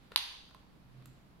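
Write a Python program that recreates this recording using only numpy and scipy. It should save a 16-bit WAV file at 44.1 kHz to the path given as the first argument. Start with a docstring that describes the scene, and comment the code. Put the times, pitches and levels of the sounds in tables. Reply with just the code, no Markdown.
"""Over quiet room tone and a soft rumble, fingers rub on a leather wallet held above a table. Its metal
snap seats with a tick, then pops home at 0.16 s: one impulse excites damped modes, heard as a sharp
click. Nearby surfaces reflect it and the bare room reverberates. Near 0.5 s fingers tap and shift on
the leather. Just after 1 s, as the wallet is lowered, they tap again and its loose metal ring strikes
and rebounds in a single clink, while a low drone swells and fades."""
import sys
import numpy as np
from scipy import signal
from scipy.fft import rfft, irfft, next_fast_len
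from scipy.io import wavfile

SR = 44100
rng = np.random.default_rng(int(sys.argv[2]) if len(sys.argv) > 2 else 0)


def file_out(sig):
    """Save sig as 16-bit WAV at sys.argv[1]."""
    # one column per channel
    cols = np.atleast_2d(sig).T
    # limit, then scale
    lim = np.clip(cols, -1, 1)
    pcm = np.round(lim * 32767).astype(np.int16)
    wavfile.write(sys.argv[1], SR, pcm)


N = 61739
SIZE = next_fast_len(2 * N)
HZ = np.fft.rfftfreq(SIZE, 1 / SR)
T = np.arange(N) / SR

# Spectra of the four noises. Each row: frequency in Hz, relative spectral density in dB.
TONE_SPECTRUM = [(25, -6.5), (48, 2), (80, -5.5), (170, -13), (280, -13.5), (420, -16), (1000, -18),
                 (2000, -25), (4500, -30), (6000, -37), (9500, -41.5), (11300, -36), (14000, -43.5),
                 (15800, -43.5)]
RUMBLE_SPECTRUM = [(20, -51), (110, -19), (150, -2.5), (180, -1.5), (230, -8), (290, -8.5), (400, -20),
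                   (1500, -54), (8000, -91)]
DRONE_SPECTRUM = [(20, -61.5), (105, -31), (122, -6.5), (130, 3), (138, -13), (160, -28), (300, -37.5),
                  (2000, -100)]
FRICTION_SPECTRUM = [(100, -26.5), (400, 4), (1200, -0.5), (2500, -1), (4200, -1), (6000, -15.5),
                     (11500, -18), (16000, -29)]
# Likeness of left and right in these noises. Each row: frequency in Hz, coherence from 0 to 1.
COHERENCE = [(60, .68), (150, 0.53), (400, .45), (1000, 0.0048), (4000, 0), (12000, 0)]
# Envelopes of rumble and drone. Each row: time in seconds, level in dB.
RUMBLE_LEVELS = [(0, -64), (.13, -62.5), (.22, -80), (.36, -73.5), (.44, -65), (.6, -66.5), (.74, -61.5),
                 (.86, -66.5), (1.08, -60.5), (1.2, -65.5), (1.4, -64)]
DRONE_LEVELS = [(0, -61.5), (.3, -91.5), (.72, -73.5), (.86, -61), (1.0, -57.5), (1.12, -64.5), (1.4, -71)]
# Early reflections off table, bag and walls. 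Each row: delay in ms, gain in dB, right-side lag in ms.
REFLECTIONS = [(1.496, -23.5, -0.03), (4.727, -22.5, 0.29), (12.42, -19, 0.17), (13.79, -18, 0.079),
               (15.74, -24, -0.2), (17.17, -15.5, .1), (20.78, -19.5, 0.13), (32.36, -24.5, -.1)]
# Decay of the room. Each row: frequency in Hz, reverberation time in seconds.
REVERB_TIMES = [(200, 1), (900, 0.71), (2000, 0.7), (4000, 0.72), (7000, 0.79), (11000, .5), (15000, .3)]
# Colour of the reverberation, and that shared by snap and taps. Each row: frequency in Hz, gain in dB.
REVERB_COLOUR = [(150, -12), (500, -9.5), (650, -4.5), (820, 4), (1100, -2), (1500, 2.5), (3000, 1),
                 (4000, -3), (6000, 0.5), (11000, -2.5), (15000, -9)]
CONTACT_COLOUR = [(60, -16), (200, -5), (350, -2), (4850, -1), (5400, -9.5), (6400, -6), (7500, -19.5),
                  (8500, -6), (9800, -7), (11000, 2.5), (12200, 0), (13500, -18.5), (16000, -20)]
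# Fingers sliding on leather. Each row: centre in seconds, length in seconds, peak level in dB.
SLIDES = [(0.049, 0.17, -69.5), (0.136, 0.04, -62), (0.588, 0.027, -71.5), (1.03, 0.3, -72),
          (1.174, 0.056, -78.5)]
# Light contacts. Each row: start in seconds, level in dB, tilt in dB per octave,
# knock frequency in Hz, knock level in dB, left over right in dB.
TAPS = [(0.1176, -16, -13, 490, -17, 2), (0.1198, -9, -3.5, 500, -8.5, 5), (0.122, -24, -3, 1330, -18, 13),
        (.491, -36.5, 1.5, 1390, -25, 2), (0.5106, -22.5, -3.5, 1089, -20, 2),
        (0.5476, -29, 1, 1040, -7, -3), (1.0241, -27, -1.5, 1110, -24, -4),
        (1.058, -18, -2.5, 1470, -28, -5)]
# The ring's strike and rebound. Each row: start in seconds, level in dB.
RING_STRIKES = [(1.0569, -29), (1.0585, -24)]
# Modes of the tapped wallet, its metal ring and the snap in its leather flap.
# Each row: frequency in Hz, bandwidth in Hz, peak gain in dB.
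WALLET_RESONANCES = [(700, 130, -10), (1280, 390, -2.5), (1680, 400, -6), (2870, 500, -11),
                     (3660, 500, -4.5), (4300, 500, -5.5), (7600, 630, -6.5), (11600, 2500, -21)]
RING_RESONANCES = [(2760, 350, -7.5), (4200, 550, -15), (7420, 1200, -6), (11700, 1000, -7.5),
                   (12580, 130, -1.5), (14400, 1200, -16)]
SNAP_RESONANCES = [(366, 160, -19.5), (1005, 170, -5), (1866, 390, -14), (2900, 490, -7), (3788, 913, 1),
                   (4530, 300, -3.5), (10600, 3000, -19.5)]
# Balance of the snap's direct sound. Each row: frequency in Hz, left over right in dB.
SNAP_PAN = [(400, 3), (700, 0.5), (1150, -4), (2300, 1), (4400, -1.5), (8000, -4), (10500, -2), (12500, 3),
            (15000, 3.5)]


def amp(db):
    """Amplitude ratio of a level in decibels."""
    return 10 ** (np.asarray(db) / 20)


def along(points, hz):
    """Interpolation of (Hz, value) points on a logarithmic frequency axis."""
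    freqs, values = np.transpose(points)
    return np.interp(np.log(hz + 1), np.log(np.abs(freqs) + 1), values)


def swell(curve):
    """Amplitude envelope through (seconds, dB) points."""
    return amp(np.interp(T, *np.transpose(curve)))


def fade(t, t60):
    """Exponential decay by 60 dB in t60 seconds."""
    return np.exp(-np.log(1000) * t / t60)


def causal(gain):
    """Minimum-phase response with this gain, by folding the cepstrum onto positive time."""
    cepstrum = irfft(np.log(np.maximum(gain, 1e-6)), SIZE)
    cepstrum[1:SIZE // 2] *= 2
    cepstrum[SIZE // 2 + 1:] = 0
    return np.exp(rfft(cepstrum))


def resonances(modes):
    """Gain of a body whose modes are damped oscillators, summed in power."""
    return np.sqrt(sum((amp(db) * HZ * width) ** 2 / ((hz ** 2 - HZ ** 2) ** 2 + (HZ * width) ** 2)
                       for hz, width, db in modes))


def delay(seconds):
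    """A pure delay: phase lag proportional to frequency."""
    return np.exp(-2j * np.pi * HZ * seconds)


def place(pan_db, lag_ms=0):
    """Direction as level and time differences: left louder by pan_db, right later by lag_ms."""
    return np.array([amp(pan_db / 2) * delay(0), amp(-pan_db / 2) * delay(lag_ms / 1000)])


def unit_spectra(channels):
    """Spectrum of each channel, normalised to an energy of 1."""
    return rfft(channels / np.linalg.norm(channels, axis=1, keepdims=True), SIZE)


def noise(spectrum):
    """Partially coherent stereo noise of rms 1, alike in the bass and independent in the treble."""
    angle = np.arccos(np.clip(along(COHERENCE, HZ), -1, 1)) / 2
    coloured = rfft(rng.standard_normal((2, SIZE))) * amp(along(spectrum, HZ))
    mid, side = coloured * [np.cos(angle), np.sin(angle)]
    stereo = irfft(np.array([mid + side, mid - side]) * place(pan_db=-2), SIZE)[:, :N]
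    return stereo / stereo.std()


def background():
    """Superposed noise bands: steady room tone, and a rumble and drone slowly modulated in amplitude."""
    tone = amp(-62.5) * noise(TONE_SPECTRUM)
    rumble = swell(RUMBLE_LEVELS) * noise(RUMBLE_SPECTRUM)
    drone = swell(DRONE_LEVELS) * noise(DRONE_SPECTRUM)
    return tone + rumble + drone


def room():
    """Room response: early reflections, scattering from things on the table, a decaying diffuse field."""
    early = sum(amp(db) * delay(ms / 1000) * place(pan_db=-3.5, lag_ms=lag)
                for ms, db, lag in REFLECTIONS)
    scatter_envelope = fade(T, t60=0.026) * (1 - fade(T, t60=0.013))
    scatter = amp(-11.5) * unit_spectra(rng.standard_normal((2, N)) * scatter_envelope)
    hz, t, bands = signal.stft(rng.standard_normal((2, N)), SR, nperseg=256)
    decaying = signal.istft(bands * fade(t, along(REVERB_TIMES, hz)[:, None]), SR)[1][:, :N]
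    build_up = 1 - np.exp(-T / 0.0034)
    tail = amp(-7) * unit_spectra(decaying * build_up) * delay(seconds=0.011)
    return early + scatter + tail * causal(amp(along(REVERB_COLOUR, HZ))) * place(pan_db=-1.5)


def finger_rubs():
    """Sliding friction: noise under Gaussian envelopes as the grip shifts on the leather."""
    envelope = sum(amp(db) * np.exp(-(2 * (T - centre) / length) ** 2) for centre, length, db in SLIDES)
    return noise(FRICTION_SPECTRUM) * envelope


def taps():
    """Impact excitation: each contact and its brief scuff drive the wallet's modes, with a dull knock."""
    out, reflected = 0, room()
    knock_width_hz = 120
    octaves = np.log2(HZ / WALLET_RESONANCES[0][0] + 0.1)  # from about the lowest mode
    for start, db, tilt_db, knock_hz, knock_db, pan_db in TAPS:
        scuff = amp(-5) * unit_spectra(rng.standard_normal((1, N)) * fade(T, t60=0.036))
        body = causal(resonances(WALLET_RESONANCES) * amp(db + tilt_db * octaves))
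        knock = causal(resonances([(knock_hz, knock_width_hz, knock_db)]))
        contact = (1 + scuff) * body + knock  # 1 is the spectrum of an impulse
        out = out + contact * delay(start) * (place(pan_db) + reflected)
    return out


def ring_clink():
    """Free vibration of the ring after it strikes its mount and rebounds; much is heard via the room."""
    strikes = sum(amp(db) * delay(start) for start, db in RING_STRIKES)
    return strikes * causal(resonances(RING_RESONANCES)) * (place(pan_db=-4) + amp(4) * room())


def snap():
    """Impulse response of stud and flap as the snap pops home; leather damps it within milliseconds."""
    click = amp(15.5) * causal(resonances(SNAP_RESONANCES)) * delay(seconds=0.1604)
    direct = place(along(SNAP_PAN, HZ), lag_ms=0.081)
    return click * (direct + room())


def scene():
    """Linear superposition of snap, taps and clink with the friction and the background."""
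    contacts = (snap() + taps()) * causal(amp(along(CONTACT_COLOUR, HZ)))
    impacts = irfft(contacts + ring_clink(), SIZE)[:, :N]
    return impacts + finger_rubs() + background()


def record(dry):
    """Soft saturation rounds the highest peak; a steep low-pass filter then limits the bandwidth."""
    ceiling, cutoff_hz = amp(-5.5), 15950
    limited = dry / (1 + (dry / ceiling) ** 12) ** (1 / 12)
    return irfft(rfft(limited, SIZE) / np.sqrt(1 + (HZ / cutoff_hz) ** 160), SIZE)[:, :N]


dry = scene()
out = record(dry)
file_out(out)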